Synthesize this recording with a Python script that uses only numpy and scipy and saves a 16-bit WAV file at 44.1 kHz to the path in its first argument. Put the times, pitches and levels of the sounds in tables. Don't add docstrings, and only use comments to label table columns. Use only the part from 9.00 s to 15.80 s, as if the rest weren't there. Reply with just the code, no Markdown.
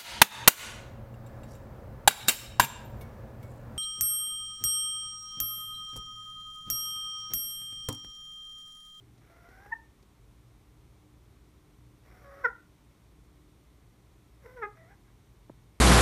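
import sys
import numpy as np
from scipy import signal
from scipy.fft import rfft, irfft, next_fast_len
from scipy.io import wavfile
from scipy.ndimage import uniform_filter1d

SR = 44100
rng = np.random.default_rng(int(sys.argv[2]) if len(sys.argv) > 2 else 0)


def dump(signal):
    limited = np.clip(np.atleast_2d(signal).T, -1, 1)
    pcm = np.round(limited * 32767).astype(np.int16)
    wavfile.write(sys.argv[1], SR, pcm)


N = 299924
TIME = np.arange(N) / SR
CUTOFF_HZ, SILENT_DB = 15200, -100

# start t/s, attack/s, hold/s, glide/s, first f/Hz, last f/Hz, peak level at the syrinx/dB,
# overtone fall/(dB per octave), puff of air/dB
CLUCKS = [(.716, 0.014, 0.0094, .013, 967, 891, -33.5, 0.5, -74),
          (3.437, 0.015, 0.017, 0.027, 538.6, 454, -32, 0.5, -52),
          (5.445, 0.018, .010, 0.023, 514.5, 439, -48.5, 11, -61),
          (5.551, .028, 0.062, 0.055, 524.6, 461, -45.5, 10.5, -61),
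          (5.608, .027, 0.0275, 0.029, 493.3, 406.6, -37, 3, -64)]


def hen():
    # start t/s, length/s, attack/s,
    # first f/Hz, last f/Hz, sag/Hz, first level/dB, last level/dB, overtone fall/(dB per octave),
    # roughness/share of pitch
    whines = [(.33, 0.42, .13, 676, 891, 38, -65, -57.5, 10.5, 0.072),
              (3.10, 0.42, .06, 742, 785, 22, -69.5, -59, 16, .05),
              (3.30, 0.15, .12, 620, 665, 6.5, -74, -69.5, -1, .05),
              (3.249, 0.2, .06, 563, 562, 6, -54, -57, 11.5, .07),
              (5.485, 0.09, .06, 497.4, 533, 11, -53, -59, 11, 0.045),
              (5.79, .105, 0.047, 644, 720, 38.5, -58.5, -64.5, 9, 0.064),
              (5.909, .022, .025, 800, 816, -1.5, -64, -60.5, 7.5, 0.096)]
    # f/Hz, gain/dB
    shut_throat = [(200, -0.5), (450, 0), (700, -3), (1000, 2.5), (1300, -4), (1650, 7.5), (2000, 9),
                   (2300, 2), (2520, -6), (3000, -27), (3500, -19), (4400, -36.5), (5400, -39.5),
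                   (14000, -50.5)]
    open_throat = [(200, -5.5), (420, -3.5), (900, -4.5), (1200, 9.5), (1440, 13.5), (1750, 8.5), (2030, 4),
                   (2270, -8.5), (2480, -40), (2950, -31.5), (3500, -31.5), (4400, -50.5), (5400, -22.5),
                   (6600, -52), (14000, -46.5)]
    notes = sum(whine(*row) for row in whines) + sum(cluck(*row[:-1]) for row in CLUCKS)
    air_gain, hiss_gain, opening = airflow()
    voice = opening * colour(notes, open_throat) + (1 - opening) * colour(notes, shut_throat)
    return voice + breath(air_gain, hiss_gain)


def whine(start, length, attack, first_hz, last_hz, sag_hz, first_db, last_db, fall_db, rough):
    along = progress(start, length)
    scoop = 0.15 * (1 - progress(start - attack, attack)) ** 2
    arc_hz = first_hz + (last_hz - first_hz) * along - sag_hz * np.sin(np.pi * along)
    level_db = held(start, length, first_db, last_db, attack, release_s=0.02)
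    return syrinx(arc_hz * (1 + scoop), level_db, np.full(N, fall_db), rough)


def cluck(start, attack, hold, glide, first_hz, last_hz, peak_db, fall_db, bounces_per_s=47):
    effort_db = cluck_effort(start, attack, hold)
    drop_hz = first_hz + (last_hz - first_hz) * progress(start, glide)
    bounce = 0.035 * np.sin(np.pi * bounces_per_s * np.maximum(TIME - start - glide, 0)) ** 2
    return syrinx(drop_hz * (1 + bounce), peak_db + effort_db, fall_db - 0.5 * effort_db)


def cluck_effort(start, attack, hold, fade_db=5.5, release_s=0.005):
    rising = 20 * np.maximum((start + attack - TIME) / attack, 0) ** 2.4
    fading = fade_db * progress(start + attack, hold) ** 1.6
    ending = 20 * np.maximum(TIME - start - attack - hold, 0) / release_s
    return np.maximum(-rising - fading - ending, SILENT_DB)


def syrinx(pitch, level_db, fall_db, rough=0.054, shimmer_db=2.0, firm_db=-45, taut_hz=600):
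    on = level_db > SILENT_DB
    pitch, level_db, fall_db = pitch[on], level_db[on], fall_db[on]
    weak = np.clip((firm_db - level_db) / 20, 0, 1)
    jitter = (0.003 + rough * weak) * drift(450)[on]
    quaver = 0.01 * weak * drift(35)[on]
    pitch = pitch * (1 + jitter + quaver)
    phase = 2 * np.pi * np.cumsum(pitch) / SR
    harmonic = np.arange(1, 25)[:, None]
    taut_loss_db = 30 * np.maximum(np.log2(pitch / taut_hz), 0) * np.clip(harmonic / 2 - 1, 0, 2) ** 2
    unsteady_db = level_db + shimmer_db * weak * drift(45)[on]
    partials = from_db(unsteady_db - fall_db * np.log2(harmonic) - taut_loss_db)
    partials *= harmonic * pitch < CUTOFF_HZ
    partials = uniform_filter1d(partials, size=160, axis=1, mode="constant")
    note = np.zeros(N)
    note[on] = np.sqrt(2) * np.sum(partials * np.cos(harmonic * phase), 0)
    return note


def airflow(shut_s=0.15, puff_hiss_db=-18.5):
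    # start t/s, length/s, first level/dB, last level/dB,
    # beak hiss relative to the air/dB, final opening/(0-1)
    pushes = [(.22, 0.48, -71, -63, -11, 0.77), (3.058, 0.4, -64, -62.5, -11.5, 0.86),
              (5.443, 0.14, -65, -71.5, -8, 0.54), (5.763, 0.096, -65.5, -75, -19, 0),
              (5.895, 0.042, -65, -70, -18, 0.07), (6.063, .035, -69.5, -74, -20, 0.1)]
    air = hiss = opening = 0
    for start, length, first_db, last_db, hiss_db, widest in pushes:
        flow = from_db(held(start, length, first_db, last_db, attack_s=0.035, release_s=0.04))
        air, hiss = air + flow, hiss + flow * from_db(hiss_db)
        shutting = 1 - progress(start + length, shut_s) ** 2
        opening = opening + widest * progress(start, length) ** 0.56 * shutting
    for start, attack, hold, *_, puff_db in CLUCKS:
        puff = from_db(puff_db + cluck_effort(start, attack, hold))
        air, hiss = np.hypot(air, puff), np.hypot(hiss, puff * from_db(puff_hiss_db))
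    return air, hiss, np.clip(opening, 0, 1)


def breath(air_gain, hiss_gain, air_flutter_db=1.2, hiss_flutter_db=1.0, rasp=0.5):
    # f/Hz, relative level/dB
    air_colour = [(200, -19), (400, 2.5), (750, -3.5), (950, -7), (1300, -2), (1600, -1.5), (1800, -4),
                  (2050, 1), (2400, -9), (2900, -20.5), (3500, -18.5), (4700, -28.5), (5450, -17),
                  (6500, -37.5)]
    beak_colour = [(2500, -23.5), (4100, -4), (5500, 1.5), (7400, -12.5), (8600, -8.5), (10300, -7.5),
                   (11000, -10), (13100, 1.5), (15500, -6.5)]
    # f/Hz, width/Hz, level relative to the hiss/dB
    wheeze_bands = [(5480, 330, -6), (10900, 350, -9), (13100, 500, -12)]
    spurts = rms_one(np.maximum(1 + rasp * drift(150), 0) * rng.standard_normal(N))
    air = air_gain * from_db(air_flutter_db * drift(40)) * rms_one(colour(spurts, air_colour))
    wheeze = np.zeros(N)
    for hz, width, db in wheeze_bands:
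        band = signal.butter(2, [hz - width / 2, hz + width / 2], "band", fs=SR, output="sos")
        wheeze += from_db(db) * rms_one(signal.sosfilt(band, spurts))
    hiss = hiss_gain * from_db(hiss_flutter_db * drift(30)) * rms_one(noise(beak_colour) + wheeze)
    return air + hiss


def ticks(decay_s=0.006):
    # t/s, level/dB
    touches = [(0.179, -58), (0.489, -56), (1.027, -54.5)]
    envelope = sum(from_db(db) * (TIME >= s) * np.exp(-np.abs(TIME - s) / decay_s) for s, db in touches)
    return envelope * noise([(300, 9.5), (1800, -15), (3000, -8.5), (6000, -12), (14000, -27)])


def bump():
    # t/s, strength/dB, contact cut-off f/Hz
    knocks = [(6.496, -36, 1520), (6.4990, -28.5, 515)]
    # f/Hz, gain/dB, t60/s
    modes = [(140, -10.5, 0.049), (348, 2.5, 0.0077), (620, 4.5, 0.0053), (970, 0, 0.0057),
             (1850, -11, 0.0045)]
    force = np.zeros(N)
    for s, strength_db, soft_hz in knocks:
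        click = from_db(strength_db) * (np.arange(N) == round(s * SR))
        force += signal.sosfilt(signal.butter(2, soft_hz, fs=SR, output="sos"), click + 1e-18)
    return sum((-1) ** k * from_db(db) * ring(force, hz, t60) for k, (hz, db, t60) in enumerate(modes))


def room(direct, t60=0.3, tail_db=-18, tail_start_s=0.0058):
    # delay t/s, level/dB
    echoes = [(.0095, -29), (0.0177, -33), (0.0249, -15.5)]
    # f/Hz, gain/dB
    walls = [(100, 2), (500, 4), (1400, 6.5), (2200, 1.5), (5000, -6), (15000, -10.5)]
    tail = rng.standard_normal(N) * from_db(-60 * TIME / t60) * (TIME > tail_start_s)
    response = from_db(tail_db) * colour(tail / np.sqrt(np.sum(tail ** 2)), walls)
    for delay, db in echoes:
        response[round(delay * SR)] += from_db(db)
    return direct + signal.fftconvolve(direct, response)[:N]


def room_tone(rumble_db=-60, hiss_db=-69, hum_trim_db=-2.5, waver_db=4.0, wander_rad=0.44):
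    # f/Hz, relative level/dB
    rumble_colour = [(12, -53), (25, -26.5), (34, -18), (47, 1.5), (66, -4.5), (84, -5.5), (130, -7.5),
                     (165, -11), (250, -15), (410, -16.5), (490, -25), (800, -28), (1400, -52),
                     (4000, -75.5)]
    hiss_colour = [(300, 6.5), (750, 3), (1060, 7.5), (1650, 0), (2200, 2), (2750, -2.5), (3700, -1.5),
                   (5000, -7), (5600, -4.5), (7700, -8), (8800, -5), (10500, -10.5), (11300, -7.5),
                   (14500, -12)]
    # f/Hz, level before the trim/dB
    hum_tones = [(59.2, -66), (118.4, -65.5), (301.5, -71.5)]
    hum = np.zeros(N)
    for hz, db in hum_tones:
        amplitude = np.sqrt(2) * from_db(db + hum_trim_db + waver_db * drift(2.4))
        hum += amplitude * np.sin(2 * np.pi * hz * TIME + wander_rad * drift(2))
    return from_db(rumble_db) * noise(rumble_colour) + from_db(hiss_db) * noise(hiss_colour) + hum


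def from_db(db):
    return 10 ** (np.asarray(db) / 20)


def rms_one(x):
    return x / np.sqrt(np.mean(x ** 2) + 1e-20)


def progress(start, length):
    return np.clip((TIME - start) / length, 0, 1)


def held(start, length, first_db, last_db, attack_s, release_s):
    outside = np.maximum(start - TIME, 0) / attack_s + np.maximum(TIME - start - length, 0) / release_s
    ramp_db = first_db + (last_db - first_db) * progress(start, length)
    return np.maximum(ramp_db - 20 * outside, 2 * SILENT_DB)


def drift(rate_hz, step=40, settle=2000):
    pole = np.exp(-2 * np.pi * rate_hz * step / SR)
    white = rng.standard_normal(N // step + settle + 2)
    slow = signal.lfilter([1], [1, -2 * pole, pole * pole], white)[settle:]
    return np.interp(np.arange(N) / step, np.arange(len(slow)), rms_one(slow))


def colour(x, points):
    size = 2 * next_fast_len(N)
    hz, db = np.transpose(points)
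    grid_hz = np.maximum(np.arange(size // 2 + 1) * SR / size, 1)
    gain = from_db(np.interp(np.log(grid_hz), np.log(hz), db))
    cepstrum = irfft(np.log(gain))
    cepstrum[1:size // 2] *= 2
    cepstrum[size // 2 + 1:] = 0
    return irfft(rfft(x, size) * np.exp(rfft(cepstrum)))[:N]


def noise(points):
    return rms_one(colour(rng.standard_normal(N), points))


def ring(x, hz, t60):
    radius, angle = from_db(-60 / (t60 * SR)), 2 * np.pi * hz / SR
    return signal.lfilter([0, np.sin(angle)], [1, -2 * radius * np.cos(angle), radius ** 2], x + 1e-18)


def scene():
    return (room(hen() + ticks()) + bump() + room_tone())[None]


def record(dry):
    return signal.sosfilt(signal.ellip(10, .2, 70, CUTOFF_HZ, fs=SR, output="sos"), dry)


dry = scene()
out = record(dry)
dump(out)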